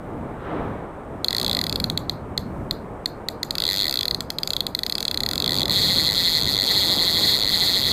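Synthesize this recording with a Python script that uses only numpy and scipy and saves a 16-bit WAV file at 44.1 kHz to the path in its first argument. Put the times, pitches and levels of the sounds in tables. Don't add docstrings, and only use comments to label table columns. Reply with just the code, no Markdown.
import sys
import numpy as np
from scipy import signal
from scipy.fft import rfft, irfft
from scipy.io import wavfile

SR = 44100
rng = np.random.default_rng(int(sys.argv[2]) if len(sys.argv) > 2 else 0)


def decibels_to_gain(level_db):
    exponent = np.asarray(level_db, float) / 20
    return 10 ** exponent


def to_wav(s):
    ch = np.atleast_2d(s).T
    pcm = np.round(np.clip(ch, -1, 1) * 32767)
    wavfile.write(sys.argv[1], SR, pcm.astype(np.int16))


N = 349272


def evened(x):
    return x / np.sqrt(np.mean(x ** 2) + 1e-20)


def read_spectrum(points, hz):
    point_hz, value = np.transpose(points)
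    return np.interp(np.log(hz + 1), np.log(point_hz + 1), value)


def tint(x, spectrum):
    length = x.shape[-1]
    hz = np.fft.rfftfreq(length, 1 / SR)
    return irfft(rfft(x) * decibels_to_gain(read_spectrum(spectrum, hz)), length)


def coloured(spectrum):
    return evened(tint(rng.standard_normal(N), spectrum))


def curve(rows):
    time_s, level_db = np.transpose(rows)
    return np.interp(np.arange(N) / SR, time_s, level_db)


def lumps(per_s):
    t = np.arange(N) / SR
    rates_hz = np.geomspace(per_s / 8, per_s, num=16)
    return evened(sum(np.sin(2 * np.pi * (f * t + rng.random())) / np.sqrt(f) for f in rates_hz))


# pitch_hz, level_db
HISS = [(2500, -8), (5100, -8), (6800, -6), (8400, 0), (9500, -5), (11300, -13), (15200, -18)]


def hiss():
    return decibels_to_gain(-68.5) * coloured(HISS)


def breaker(crest_s):
    lift_db, build_s, drain_s = 7, 0.1, 0.33
    t = np.arange(N) / SR - crest_s
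    return lift_db * np.exp(-(t / np.where(t < 0, build_s, drain_s)) ** 2)


# time_s, level_db
SHORE = [(0, -39), (.07, -36.5), (.3, -36), (.95, -39), (1.2, -37.5), (1.45, -35), (2.05, -38), (2.6, -38),
         (3.9, -39.5), (4.55, -40.5), (4.65, -39.5), (4.82, -42.5), (5.6, -34.5), (5.9, -35), (6.33, -38.5),
         (6.95, -33.5), (7.3, -36), (7.92, -37)]
# pitch_hz, level_db_per_hz
WASH = [(100, -11.5), (250, -1), (500, -2), (900, -6.5), (1200, -11), (1601, -33.5), (2300, -27),
        (4001, -80)]
# pitch_hz, level_db
SPRAY = [(700, -20), (1300, 0), (1800, -7), (2500, -19), (3200, -25), (4500, -36), (7000, -55)]
# pitch_hz, level_db
FIZZ = [(1500, -14), (2200, 0), (3000, -4), (3900, -7), (4400, -19), (6000, -26), (8000, -45)]


def surf():
    calm_db, crest_s, body_lag_s = -37, 0.5, 0.04
    wave_db = curve(SHORE) - calm_db
    wash_db = -35.5 + wave_db + breaker(crest_s + body_lag_s) + 0.93 * lumps(per_s=18)
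    rush_db = -50.5 + 0.85 * wave_db + 1.43 * breaker(crest_s)
    fizz_db = -61.0 + 1.33 * (rush_db + 47.5)
    wash = decibels_to_gain(wash_db) * coloured(WASH)
    rush = decibels_to_gain(rush_db + 1.5) * coloured(SPRAY)
    return wash + rush + decibels_to_gain(fizz_db) * coloured(FIZZ)


# time_s, level_db
GUSTS = [(0.0, -38.5), (0.2, -36), (0.26, -39.5), (0.7, -35.5), (0.88, -44.5), (1.85, -31.5), (2.27, -38),
         (2.47, -31), (3.04, -43), (4.68, -42), (4.81, -47), (5.71, -31), (6.26, -39.5), (6.46, -32.5),
         (6.68, -40.5), (6.95, -35.5), (7.7, -40), (7.92, -32)]
# pitch_hz, level_db
WIND = [(40, -22), (70, -3.5), (110, -3), (160, -4), (240, -8.5), (400, -15.5), (800, -63.5)]
# pitch_hz, level_db
BOOM = [(12, -7.5), (28, 12), (50, 13.5), (80, -4), (150, -37.5)]


def wind():
    calm_db = -38
    gust_db = curve(GUSTS) - calm_db
    buffet_db = -36.5 + 1.03 * gust_db + 1.23 * lumps(per_s=12)
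    boom_db = -47.0 + 0.3 * gust_db + 1.5 * lumps(per_s=5.4)
    return decibels_to_gain(buffet_db) * coloured(WIND) + decibels_to_gain(boom_db) * coloured(BOOM)


# pitch_hz, t60_s
ECHO = [(2000, 0.04), (3400, 0.19), (4350, 0.25), (5000, 0.31), (8000, 0.11), (15000, 0.21)]
# pitch_hz, level_db
ECHO_COLOUR = [(2000, -1), (4300, -5), (6000, 1.5), (9000, 8), (12500, 9), (15500, 1)]


def echoes(x):
    gap_s, onset_s = 0.011, 0.0022
    hz, t, z = signal.stft(rng.standard_normal(SR // 2), SR, nperseg=128)
    decay = decibels_to_gain(-60 * t / read_spectrum(ECHO, hz)[:, None])
    tail = signal.istft(z * decay, SR, nperseg=128)[1]
    tail *= np.clip((np.arange(len(tail)) / SR - gap_s) / onset_s, 0, 1)
    response = tint(tail, ECHO_COLOUR) / np.linalg.norm(tail)
    return signal.fftconvolve(x, response)[:N]


def turn(pull):
    s, teeth = np.transpose(pull)
    tooth = np.arange(teeth[-1] + 1)
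    row = np.minimum(np.searchsorted(teeth, tooth, "right") - 1, len(s) - 2)
    span, step = np.diff(teeth)[row], np.diff(s)[row]
    slope = np.gradient(s, teeth)
    u = (tooth - teeth[row]) / span
    bend = (1 - u) * (span * slope[row] - step) - u * (span * slope[row + 1] - step)
    return s[row] + u * step + u * (1 - u) * bend


# misplacement_teeth, body_db, bell_db, ring_db, rim_db, treble_db
TEETH = [(-0.03, 0.7, 3.6, 0.9, -1.4, -0.4), (-0.0, 2.6, 0.1, 2.4, 0.6, -1.3),
         (-0.02, 3.2, 1.1, 1.5, -1.0, -0.5), (0.0, 3.8, 1.2, 1.9, -1.9, 0.0),
         (0.01, 4.8, -1.1, 3.1, -0.5, 0.0), (-0.02, 2.7, -3.0, -0.2, 1.1, 1.1),
         (-0.0, 2.0, -1.4, -0.9, 1.2, 1.3), (0.01, 0.1, -1.7, -1.7, 2.9, 0.8),
         (0.01, -2.8, -2.9, -3.8, 1.8, -0.3), (0.02, -5.0, -2.1, -3.4, 1.2, -0.4),
         (0.02, -4.6, -0.4, 0.2, 0.9, 1.1), (0.02, -3.8, 0.1, 0.4, 0.4, -0.4),
         (0.01, -2.7, 2.6, -0.1, -2.5, -0.7), (-0.02, -1.0, 3.8, -0.4, -2.8, -0.4)]
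# time_s, bell_db, ring_db, rim_db (dB off the tooth's habit)
CREEP = [(1.8013, -1, 3, 2), (1.8421, -4, 4, 6), (1.9002, 1, 1, 1), (1.9761, 4, -1, 0), (2.0966, 2, 1, 1),
         (2.378, 0, 3, 2), (2.7106, 2, 1, 3), (3.0593, 2, 1, 2), (3.2866, 1, 2, 0), (3.4316, 1, 2, 4),
         (3.5085, 1, 2, 5), (3.5541, 5, 1, 3), (4.1467, 2, 2, 1), (4.2067, 0, 1, 3), (4.3038, 0, 2, 4),
         (4.3859, 3, 3, 5), (4.4331, 4, 2, 7), (4.4752, -1, 0, 5), (4.5056, -1, 4, 3), (4.5345, -2, 3, 6),
         (4.5663, 4, -2, 3), (4.6066, 4, -1, -1), (4.6675, 2, 1, 2), (4.7502, -2, 3, 2), (4.7909, 1, -1, 4),
         (4.8344, 3, 2, 0), (5.632, 2, -2, 1), (5.6565, 3, -2, 3), (5.6815, -2, 2, 0), (5.6969, 1, 1, 2)]
# time_s, teeth_passed
FIRST_PULL = [
    (1.246, 0),
    (1.284, 1),
    (1.3077, 2),
    (1.4471, 10),
    (1.4642, 11),
    (1.5135, 14),
    (1.5908, 18),
    (1.7269, 23),
    (1.7589, 24),
]
# time_s, teeth_passed
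SECOND_PULL = [
    (3.5831, 0),
    (3.6219, 2),
    (3.7011, 8),
    (3.7215, 10),
    (3.7827, 16),
    (3.8552, 23),
    (3.911, 27),
    (4.0818, 36),
    (4.111, 37),
]
# time_s, teeth_passed
SLOW_DRAW = [
    (4.865, 0),
    (4.8981, 1),
    (4.9242, 2),
    (4.9825, 4),
    (5.0282, 6),
    (5.0528, 7),
    (5.1445, 10),
    (5.2631, 14),
    (5.2896, 15),
]
# time_s, teeth_passed
QUICKENING = [
    (5.3127, 0),
    (5.4617, 7),
    (5.4938, 9),
    (5.5546, 14),
    (5.5963, 18),
    (5.6066, 19),
    (5.6178, 20),
]
# time_s, teeth_passed
FIRST_RUN = [
    (5.7076, 0),
    (5.7228, 2),
    (5.7549, 8),
    (5.9425, 46),
    (6.0488, 63),
    (6.0817, 68),
    (6.1102, 71),
]
# time_s, teeth_passed
SECOND_RUN = [
    (6.1212, 0),
    (6.1481, 3),
    (6.1909, 10),
    (6.2951, 28),
    (6.3517, 37),
    (6.423, 47),
    (6.4561, 50),
    (6.5573, 63),
    (6.5999, 67),
]
# time_s, teeth_passed
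THIRD_RUN = [
    (6.6106, 0),
    (6.6306, 2),
    (6.7521, 23),
    (6.8361, 40),
    (6.9128, 53),
    (6.9505, 60),
    (6.9644, 62),
]
# time_s, teeth_passed
FOURTH_RUN = [
    (6.972, 0),
    (6.9794, 1),
    (7.0848, 19),
    (7.2131, 41),
    (7.2552, 51),
    (7.3892, 82),
    (7.4357, 87),
]
# time_s, teeth_passed
LAST_RUN = [
    (7.4466, 0),
    (7.4765, 3),
    (7.5689, 19),
    (7.6114, 26),
    (7.6953, 44),
    (7.7457, 53),
    (7.7816, 60),
    (7.8734, 73),
    (7.9169, 82),
]


def snap_times():
    free_run_s = 5.71
    pulls = [FIRST_PULL, SECOND_PULL, SLOW_DRAW, QUICKENING,
             FIRST_RUN, SECOND_RUN, THIRD_RUN, FOURTH_RUN, LAST_RUN]
    times = np.sort(np.concatenate([np.transpose(CREEP)[0], *map(turn, pulls)]))
    misplaced = np.array(TEETH)[np.arange(len(times)) % len(TEETH), 0]
    return times + misplaced * np.gradient(times) * (times > free_run_s)


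# pitch_hz, level_db_per_hz
CRACK = [(3000, -10), (5350, -9), (5800, -7), (6900, 0.5), (7230, -10), (7500, -1), (8750, -11),
         (9500, -4.5), (10650, -11), (11650, -6), (11950, -17), (13000, -6), (14000, -0.5), (14400, -23),
         (15400, -9.5)]


def pawl_crack(t, count):
    rise = (1 - np.exp(-t / 0.0004)) ** 3
    burst = rise * (decibels_to_gain(-60 * t / 0.004) + decibels_to_gain(-8 - 60 * t / 0.013))
    return tint(burst * rng.standard_normal((count, len(t))), CRACK)


def spool_mode(t, mode, facing_db, lead_s):
    rise_s, slip_turns, detune = 0.00067, 0.11, 0.0084
    hz, db, t60_s = mode
    count = len(facing_db)
    chance = rng.standard_normal((count, 3))
    sway = np.cos(2 * np.pi * (np.arange(count) / len(TEETH) + rng.random()))
    pitch_hz = hz * (1 + detune * chance[:, 2]) + 25 * sway
    phase_turns = slip_turns * chance[:, 1] + 0.05 * sway
    turns = np.outer(pitch_hz, t - lead_s) + phase_turns[:, None]
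    swell = (1 - np.exp(-t / rise_s)) ** 3 * decibels_to_gain(-60 * t / t60_s)
    level = decibels_to_gain(db + facing_db + 3.0 * chance[:, 0])
    return level[:, None] * swell * np.cos(2 * np.pi * turns)


# pitch_hz, level_db, t60_s
BODY = [(2000, -25, 0.017), (1850, -39.5, 0.028), (2250, -32.5, 0.0079), (3880, -16, 0.0065)]
# pitch_hz, level_db, t60_s
BELL = [(3395, -16, 0.014), (3794, 0.5, 0.0042)]
# pitch_hz, level_db, t60_s
RING = [(4140, -8.5, 0.0057), (4286, -3.5, 0.0083)]
# pitch_hz, level_db, t60_s
RIM = [(4730, -14.5, 0.008), (4895, -29, 0.017)]
# pitch_hz, level_db, t60_s
TIP = [(7550, -43, 0.016), (12400, -31, 0.014), (13900, -32, .012), (15450, -41, .016)]
# pitch_hz, level_db, t60_s
KNOCK = [(1410, -32, 0.015), (2330, -33, 0.012), (2580, -40, 0.028)]
# body_db, bell_db, ring_db, rim_db
LOADED_DB = (-0.82, .5, 0.76, 3)


def reel():
    lead_s, ring_samples, scatter_db, loaded_per_s = 0.0011, 900, 0.37, 108
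    haste_db, knock_haste_db = -0.86, -2.5
    times = snap_times()
    gap_s = np.gradient(times)
    teeth_db = np.array(TEETH)[np.arange(len(times)) % len(TEETH), 1:]

    off_db = scatter_db * rng.standard_normal(teeth_db.shape)
    slowness = np.clip(np.log2(loaded_per_s * gap_s), 0, 2)
    off_db[:, :4] += np.outer(slowness, LOADED_DB)
    lone = np.searchsorted(times, np.transpose(CREEP)[0])
    off_db[lone, 1:4] = np.array(CREEP)[:, 1:]
    facing_db = teeth_db + off_db
    facing_db[:, 4] += 0.42 * teeth_db[:, 0]

    haste = np.log2(np.clip(1 / gap_s, 30, 400) / 60)
    knock_db = knock_haste_db * haste - 0.77 * facing_db[:, 0]

    t = np.arange(ring_samples) / SR
    snaps = np.zeros((len(times), ring_samples))
    for modes, group_db in zip([BODY, BELL, RING, RIM, TIP, KNOCK], [*facing_db.T, knock_db]):
        for mode in modes:
            snaps += spool_mode(t, mode, group_db, lead_s)
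    crack_db = -7.5 + 0.7 * teeth_db[:, 4:] + haste_db * haste[:, None]
    snaps += decibels_to_gain(crack_db) * pawl_crack(t, len(times))

    out = np.zeros(N + ring_samples)
    starts = np.round((times - lead_s) * SR).astype(int)
    np.add.at(out, starts[:, None] + np.arange(ring_samples), snaps)
    return out[:N]


def scene():
    clicks = reel()
    reflected = decibels_to_gain(-19.5) * echoes(clicks)
    return (clicks + reflected + surf() + wind() + hiss())[None]


def top_cut(x):
    return signal.sosfilt(signal.butter(12, 16810, fs=SR, output="sos"), x)


# pitch_hz, level_db
EDGE = [(15430, 0), (15520, -10), (15850, -17), (15950, -29), (16400, -30), (16800, -40)]


def record(dry):
    ceiling = 0.62
    rounded = ceiling * np.tanh(dry / ceiling)
    return top_cut(tint(rounded, EDGE))


dry = scene()
out = record(dry)
to_wav(out)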